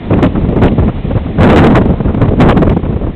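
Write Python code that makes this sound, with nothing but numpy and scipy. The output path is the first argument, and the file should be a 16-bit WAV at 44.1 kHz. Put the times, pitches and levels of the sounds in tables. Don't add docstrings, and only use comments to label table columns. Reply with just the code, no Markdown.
import sys
import numpy as np
from scipy import signal
from scipy.fft import rfft, irfft
from scipy.io import wavfile
from scipy.ndimage import uniform_filter1d

SR = 44100
rng = np.random.default_rng(int(sys.argv[2]) if len(sys.argv) > 2 else 0)


def output_pcm(signal):
    pcm = np.clip(np.atleast_2d(signal).T, -1, 1) * 32767
    wavfile.write(sys.argv[1], SR, np.round(pcm).astype(np.int16))


def gain_from_db(level_db):
    decades = np.asarray(level_db, float) / 20
    return 10 ** decades


N = 138915


def unit(x):
    return x / np.sqrt(np.mean(x ** 2))


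def flicker(rate_hz):
    hold = int(SR / rate_hz)
    levels = rng.standard_normal(N)[:N // hold + 1]
    stairs = np.repeat(levels, hold)
    ramps = uniform_filter1d(uniform_filter1d(stairs, hold), hold)
    return unit(ramps[:N])


def pressure_band(centre_hz, width_hz):
    noise = rng.standard_normal(N)
    b, a = signal.iirpeak(centre_hz, centre_hz / width_hz, fs=SR)
    for _ in range(3):
        noise = signal.lfilter(b, a, noise)
    return unit(noise)


def buffeting(t):
    # t/s, level/dB
    steady_wind = [(0, -29.5), (0.101, -21.5), (0.299, -18), (0.601, -14.5), (.72, -19), (0.951, -21.5),
                   (1.149, -19.5), (1.302, -26), (1.385, -23.5), (1.411, -5), (1.799, -7), (1.839, -17.5),
                   (2.0, -20.5), (2.35, -19.5), (2.478, -4.5), (2.6, -16.5), (2.821, -24.5), (3.15, -27)]
    # f/Hz, width/Hz, level/dB, growth/(dB per dB of wind),
    # share of eddy sharpness/(dB per dB), flicker/dB, flicker rate/Hz
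    port_bands = [
        (36.54, 50, -7, 0.79, -.3, 1, 16),
        (84.14, 110, -1, 0.93, -0.48, 1.5, 22),
        (189.7, 244, 0.5, 0.95, 0.36, 2.5, 27),
        (397.5, 439, -5, 1.18, 0.79, 2.5, 54),
        (782, 1037, -17, 1.016, 1.03, 5, 75),
        (2160, 2340, -34, 1.56, 0.75, 9, 140),
    ]
    eddy_power, sharpness_db = eddies(t)
    wind_t, wind_db = np.transpose(steady_wind)
    steady_power = gain_from_db(np.interp(t, wind_t, wind_db)) ** 2
    strength_db = 10 * np.log10(eddy_power + steady_power)
    strength_db = strength_db + 3 * flicker(30)

    total = np.zeros(N)
    for centre_hz, width_hz, level_db, growth, share, flicker_db, rate_hz in port_bands:
        band_db = level_db + growth * strength_db + share * sharpness_db
        band_db = band_db + flicker_db * flicker(rate_hz)
        total += gain_from_db(band_db) * pressure_band(centre_hz, width_hz)
    return total


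def eddies(t):
    # start t/s, strength/dB, length/s, sharpness/dB
    striking = [(0.105, -7, 0.068, 2.5), (0.225, -1, 0.028, 6), (0.256, -4.5, 0.022, -2.5),
                (.352, -11, 0.018, 1), (0.411, -8.5, 0.044, -1), (0.484, -8.5, 0.018, -2),
                (.56, -5.5, 0.037, 1.5), (0.617, 1, 0.058, 0.5), (0.78, -7, .028, -4),
                (0.819, -9.5, 0.056, -3.5), (.879, -7.5, 0.026, 2.5), (1.047, -8.5, 0.0093, -6),
                (1.106, -9, 0.02, -1), (1.15, -9.5, 0.033, -3.5), (1.355, -10.5, 0.011, -8),
                (1.43, 1, 0.035, 4.5), (1.489, -1, 0.031, 5), (1.56, 3, 0.043, 5), (1.64, -11.5, 0.01, 6),
                (1.702, 3, .016, 6), (1.754, 1.5, 0.033, 4.5), (1.889, -7, 0.039, -3.5),
                (2.048, -5, 0.019, -8), (2.214, -4, .025, -0.5), (2.281, -1, 0.017, -4),
                (2.308, -1, .022, 1), (2.402, 2, 0.042, 2), (2.491, 0, .03, 2), (2.62, -3, 0.018, 2.5),
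                (2.694, -5, 0.044, 1.5)]
    # start t/s, strength/dB, length/s, sharpness/dB
    sheltered = [
        (2.831, -15.5, .045, 0.5),
        (2.889, -16, 0.023, 0),
        (2.925, -15.5, 0.037, -3),
        (3.012, -14.5, 0.036, -1.5),
        (3.065, -14, 0.049, -1),
    ]
    # start t/s, strength/dB, sharpness/dB
    flicks = [(0.13, -4.5, -2.5), (.163, -10.5, 1.5), (1.812, 0, 5), (1.854, -8, 0.5), (1.933, -7, 4),
              (2.003, -8.5, 7.5), (2.1, -16, -1), (2.144, -11, 8), (2.173, -10, 4.5), (2.251, -6.5, -3.5),
              (2.57, -4.5, 6), (2.669, -2, -1), (2.765, -2, 0.5), (1.666, -1, 6.5), (1.72, 0, 6.5),
              (2.522, 2.5, 4), (2.793, -10.5, 2), (.66, 0, 0), (.376, -10.5, -0.5), (2.332, -4, 2),
              (1.385, -9, -2.5), (.525, -9, -0.5), (1.522, 1, 3.5), (0.18, -12, 2), (1.5, 1.5, 4),
              (1.467, 0.5, 5.5), (2.961, -11.5, 3.5), (1.261, -14.5, 2), (0.87, -22.5, 4.5)]
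    flick_s, attack_s, gain_db = 0.013, 0.0036, -1

    strikes = list(striking) + list(sheltered)
    for start, strength_db, sharp_db in flicks:
        strikes.append((start, strength_db, flick_s, sharp_db))

    power, sharpness_db = np.zeros(N), np.zeros(N)
    for start, strength_db, length_s, sharp_db in strikes:
        age = t - start
        attack = np.clip(age / attack_s + 0.5, 0, 1)
        collapse = np.exp(-(np.maximum(age, 0) / length_s) ** 4)
        shape = attack * collapse
        power += (gain_from_db(strength_db + gain_db) * shape) ** 2
        sharpness_db += sharp_db * shape
    return power, sharpness_db


def distant_hiss(t):
    # f/Hz, level/dB
    hiss_colour = [(100, 1), (400, -1), (786, 1.5), (1500, -11), (1900, -4), (3200, -9.5), (4200, -10)]
    # t/s, level/dB
    hiss_fade = [
        (0, -31),
        (1.3, -31),
        (2.0, -33),
        (2.4, -34.5),
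        (2.75, -34.5),
        (3.15, -37.5),
    ]
    freq = np.maximum(np.fft.rfftfreq(N, 1 / SR), 1)
    colour_hz, colour_db = np.transpose(hiss_colour)
    colour = gain_from_db(np.interp(np.log(freq), np.log(colour_hz), colour_db))
    colour = colour * np.minimum(freq / colour_hz[0], 1)
    noise = unit(irfft(rfft(rng.standard_normal(N)) * colour, N))
    fade_t, fade_db = np.transpose(hiss_fade)
    return noise * gain_from_db(np.interp(t, fade_t, fade_db) + 0.5 * flicker(7.8))


def scene():
    t = np.arange(N) / SR
    return (buffeting(t) + distant_hiss(t))[None]


def band_limit(x):
    return signal.sosfilt(signal.butter(12, 16990, fs=SR, output="sos"), x)


def record(dry):
    rail_top, rail_bottom, full_scale = 0.708, 0.69, 0.707
    up, down = 80, 441
    low_cut = signal.butter(2, 21.45, "high", fs=SR, output="sos")
    x = signal.sosfilt(low_cut, dry)

    slow = signal.resample_poly(x, up, down, axis=1, padtype="reflect")
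    railed = np.clip(slow, -rail_bottom, rail_top)
    smooth = signal.firwin(32 * down + 1, 1 / down, window=("kaiser", 9.0))
    full = signal.resample_poly(railed, down, up, axis=1, window=smooth, padtype="reflect")
    full = np.clip(full[:, :N], -full_scale, full_scale)

    top_cut = signal.ellip(8, 0.05, 40, 15850, fs=SR, output="sos")
    finished = signal.sosfiltfilt(top_cut, full)
    return band_limit(finished)


dry = scene()
out = record(dry)
output_pcm(out)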